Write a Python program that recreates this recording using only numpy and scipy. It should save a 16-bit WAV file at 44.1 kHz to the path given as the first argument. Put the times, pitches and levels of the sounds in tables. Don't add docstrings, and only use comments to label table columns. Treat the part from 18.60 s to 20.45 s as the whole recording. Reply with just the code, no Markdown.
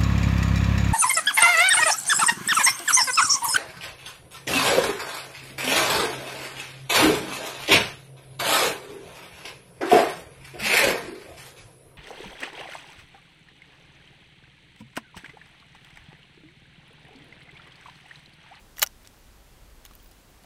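import sys
import numpy as np
from scipy import signal
from scipy.io import wavfile

SR = 44100
rng = np.random.default_rng(int(sys.argv[2]) if len(sys.argv) > 2 else 0)


def volts_from_decibels(level):
    exponent = np.asarray(level, float) / 20
    return 10 ** exponent


def generate_wav(sig):
    pcm = np.round(np.clip(np.atleast_2d(sig).T, -1, 1) * 32767).astype(np.int16)
    wavfile.write(sys.argv[1], SR, pcm)


N = 81585


def evened(x):
    return x / np.sqrt(np.mean(x ** 2) + 1e-20)


def coloured(x, points):
    f, db = np.transpose(points)
    hz = abs(np.fft.fftfreq(16384, 1 / SR))
    log_gain = np.interp(np.log(hz + 1), np.log(f + 1), db) * np.log(10) / 20
    taps = np.fft.ifft(np.exp(np.conj(signal.hilbert(log_gain)))).real[:8192]
    return signal.oaconvolve(x, taps)[:len(x)]


def steady_noise(outline):
    return evened(coloured(rng.standard_normal(N + 8192), outline)[8192:])


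def curve(points):
    s, db = np.transpose(points)
    return volts_from_decibels(np.interp(np.arange(N) / SR, s, db))


def modes(x, table):
    t = np.arange(4000) / SR
    ring = sum(volts_from_decibels(db - 60 * t / t60) * np.sin(2 * np.pi * hz * t) for hz, db, t60 in table)
    return signal.oaconvolve(x, ring)[:len(x)]


# frequency in Hz, density in dB per Hz.
HISS_COLOUR = [(53, -19), (90, -3), (314, -9), (416, -11), (1420, -16.5), (2440, -18.5), (14000, -27),
               (15600, -32)]
# frequency in Hz, density in dB per Hz.
HISS_EDGE = [(15750, -29.5), (16000, -75)]


def hiss():
    return volts_from_decibels(-57) * steady_noise([(60, -39)] + HISS_COLOUR[1:-1] + HISS_EDGE)


# time in seconds, level in dB.
GUSTS = [(0.0, -64), (0.02, -53.5), (0.496, -56.5), (0.512, -65), (0.632, -55), (0.856, -55),
         (1.094, -51.5), (1.296, -57), (1.312, -52), (1.688, -61.5), (1.698, -52.5), (1.82, -63.5)]


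def gusts():
    return curve(GUSTS)


# frequency in Hz, density in dB per Hz.
WIND = [(15, -13), (24, -3), (40, -2.5), (62, -1), (90, -10), (140, -22)]


def wind():
    return volts_from_decibels(-3.5) * gusts() * steady_noise([(12, -53.5)] + WIND + [(300, -63.5)])


# frequency in Hz, level in dB, drift as a share of the frequency.
DRONE = [
    (29.7, -6, .07),
    (49.2, -6, .055),
]


def far_engine():
    t = np.arange(N) / SR
    drone = np.zeros(N)
    for hz, db, drift in DRONE:
        sway = evened(sum(np.sin(2 * np.pi * (f * t + rng.random())) for f in np.geomspace(.6, 5, 8)))
        phase = 2 * np.pi * np.cumsum(hz * (1 + drift * sway)) / SR
        drone += volts_from_decibels(db) * np.sqrt(2) * np.sin(phase)
    return gusts() * drone


CREEP_S = [.1645, .1695, .1760, .1832, .1836, .1943, .1960, .2030, .2115]
# peak in dB, ring in Hz, ring t60 in seconds, crack in dB relative to the ring.
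CREEP = [(-49, 6500, 0.02, -10.5), (-41, 3200, .010, 2.5), (-47.5, 5700, 0.14, -4),
         (-31.5, 1940, 0.018, -11), (-41, 15100, 0.019, 4), (-19.5, 11800, .008, -9.5),
         (-35.5, 7400, 0.012, 8), (-50, 1700, 0.057, 5), (-47.5, 4930, 0.042, 5)]
LATCH_S = [.2185, .2187, .2208, .2244, .2269, .2273, .2277, .2290, .2296, .2303, .2325, .2345, .2385, .2410,
           .2440, .2633, .2646, .2713, .2727]
# peak in dB, ring in Hz, ring t60 in seconds, crack in dB relative to the ring.
LATCH = [(-13, 5700, 0.0064, -6.5), (-21, 3900, .008, 1.5), (-6.5, 4170, 0.0065, -9.5),
         (-13, 11700, .009, -2), (-5, 6560, 0.0072, -2.5), (-13, 13350, 0.017, -9),
         (-10.5, 1590, 0.011, -14), (-23.5, 14000, .018, 2), (-9, 7300, 0.0051, -1.5),
         (-10.5, 2900, 0.013, -7), (-16, 14535, .028, -12), (-20.5, 4000, 0.017, 2),
         (-23, 5600, .009, -1.5), (-31, 5600, 0.0061, -7.5), (-51, 1480, 0.027, 8.5),
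         (-23.5, 5600, .0065, -4.5), (-37, 6100, .007, -5), (-26.5, 5900, 0.0097, -6.5),
         (-41, 5200, 0.0098, -8)]
# start in seconds, peak in dB, ring in Hz, ring t60 in seconds,
# crack in dB relative to the ring.
HANDLING = [(0.448, -49.5, 2860, 0.018, 2), (0.453, -47.5, 3510, 0.019, -2), (0.462, -58.5, 2500, .03, 9),
            (0.4736, -40.5, 5000, 0.006, 4.5), (0.4738, -42.5, 8160, 0.011, -25),
            (1.245, -59, 3870, .01, 4), (1.2518, -37.5, 6440, 0.013, -13), (1.2510, -39, 10900, 0.0069, 0),
            (1.2522, -44, 14800, 0.0099, 1), (1.2520, -42.5, 3270, 0.021, 2),
            (1.2525, -50.5, 1120, 0.039, -4), (1.2609, -41.5, 3800, 0.021, 0),
            (1.267, -55, 3020, 0.018, -2), (1.3104, -45.5, 1120, 0.04, -2), (1.336, -51.5, 3260, .02, -6),
            (1.3355, -50, 13800, .010, 1), (1.3522, -39, 13600, 0.013, -3.5),
            (1.4000, -51.5, 3200, 0.022, -5), (1.4600, -61, 4980, .015, 10),
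            (1.5130, -55.5, 9900, 0.014, 8), (1.5180, -53, 4900, 0.018, 0), (1.8370, -49, 4730, 0.011, 0.5),
            (1.8440, -47, 725, 0.029, -3)]


def gun_blows():
    return [(s, *sound) for s, sound in zip(CREEP_S + LATCH_S, CREEP + LATCH)] + HANDLING


def impacts(blows):
    rise_s, pair_spread_hz, pair_db, ring_db = .00005, 330, -6, -3
    near_db, near_q, crack_t60_share = 13, 1.25, 0.9
    ring, crack, push = np.zeros(N), np.zeros(N), np.zeros(N)
    for s, db, hz, t60, crack_db in blows:
        at = int(s * SR)
        t = np.arange(min(2500, N - at)) / SR
        rise = volts_from_decibels(db) * (1 - np.exp(-t / rise_s))

        noise = rng.standard_normal(2500)
        near = evened(signal.lfilter(*signal.iirpeak(hz, near_q, SR), noise))
        noise = evened(noise + volts_from_decibels(near_db) * near)[:len(t)]
        crack[at:at + len(t)] += rise * volts_from_decibels(crack_db - 60 * t / (t60 * crack_t60_share)) * noise

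        a, b = rng.random(2)
        other_hz = hz + pair_spread_hz * (.5 + a) * np.sign(b - .5) * min(hz / 4000, 1)
        pair = np.sin(2 * np.pi * hz * t) + volts_from_decibels(pair_db) * np.sin(2 * np.pi * (other_hz * t + b))
        ring[at:at + len(t)] -= rise * volts_from_decibels(ring_db - 60 * t / t60) * pair

        push[at + 2] -= volts_from_decibels(db + crack_db)
    return ring, crack, push


# time in seconds, level in dB.
RATTLE = [(.160, -84), (.170, -60), (.212, -49.5), (.2183, -53), (.2190, -31), (.2265, -27), (.2290, -22.5),
          (.240, -35.5), (.252, -61), (.290, -72), (.33, -100)]


def loose_parts():
    per_s, spread_db = 9000, 2
    size = volts_from_decibels(spread_db * np.minimum(rng.exponential(1, N), 3.5))
    grains = size * (rng.random(N) < per_s / SR) * rng.choice([-1., 1.], N)
    return curve(RATTLE) * evened(grains)


# frequency in Hz, level in dB, t60 in seconds.
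STEEL = [(1975, -5, 0.028), (2280, -9, 0.017), (2857, -6, 0.025), (2960, -2, 0.023), (3330, -5.5, 0.023),
         (3865, -4.5, .016), (4590, -4, 0.019), (5680, -3, .014), (6030, -9, .015), (7140, -3.5, 0.017),
         (7720, -9, .016), (9160, -7, .016), (12600, -8, .012), (14530, -14, .018)]
# frequency in Hz, level in dB, t60 in seconds.
STOCK = [(626, -7, .03), (785, 1, 0.022), (940, -2, 0.014), (1014, -6, 0.018), (1220, 1, 0.017),
         (1436, 2.5, 0.022)]


def steel_and_stock(push, rattle, blows):
    shake = push * rng.choice([-1., 1.], N) + 0.26 * rattle
    weights = sorted((blow[0], min(2500 / blow[2], 1)) for blow in blows)
    heavy = np.interp(np.arange(N) / SR, *np.transpose(weights))
    knock = heavy * push + 0.39 * rattle
    return volts_from_decibels(-13.5) * modes(shake, STEEL) + volts_from_decibels(-18.5) * modes(knock, STOCK)


# frequency in Hz, level in dB.
CRACK = [(250, -64), (520, -26), (800, -4), (2500, -1.5), (5000, -4), (9000, -2), (15300, 2), (16100, -21)]


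def gun():
    tick_db, low_cut_hz = 4, 583
    blows = gun_blows()
    ring, crack, push = impacts(blows)
    rattle = loose_parts()
    out = ring + coloured(crack + rattle + volts_from_decibels(tick_db) * push, CRACK)
    out += steel_and_stock(push, rattle, blows)
    return signal.sosfilt(signal.butter(3, low_cut_hz, "high", fs=SR, output="sos"), out)


# start in seconds, length in seconds, level in dB.
CHIRPS = [
    (.42, .03, -68),
    (0.571, .03, -68),
    (1.38, .015, -68),
    (1.418, .035, -59),
    (1.457, 0.037, -62),
    (1.548, .02, -70),
    (1.588, .02, -67),
    (1.687, .03, -67),
]


def insects():
    centre_hz, width_hz, throb_per_s = 15000, 1100, 70
    t = np.arange(N) / SR
    band = signal.butter(4, [centre_hz - width_hz / 2, centre_hz + width_hz / 2], "band", fs=SR)
    throb = 1.3 + np.sin(2 * np.pi * throb_per_s * t)
    fizz = evened(signal.lfilter(*band, rng.standard_normal(N)) * throb)
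    bursts = sum(volts_from_decibels(db) * np.sin(np.pi * np.clip((t - s) / length, 0, 1)) for s, length, db in CHIRPS)
    return fizz * bursts


def scene():
    return (gun() + hiss() + wind() + far_engine() + insects())[None]


def top_cut(x):
    return signal.sosfilt(signal.butter(12, 16450, fs=SR, output="sos"), x)


def record(dry):
    edge = signal.firwin(255, 16350, window=("kaiser", 9), fs=SR)
    mix = signal.oaconvolve(dry, edge[None], "same")
    return top_cut(mix)


dry = scene()
out = record(dry)
generate_wav(out)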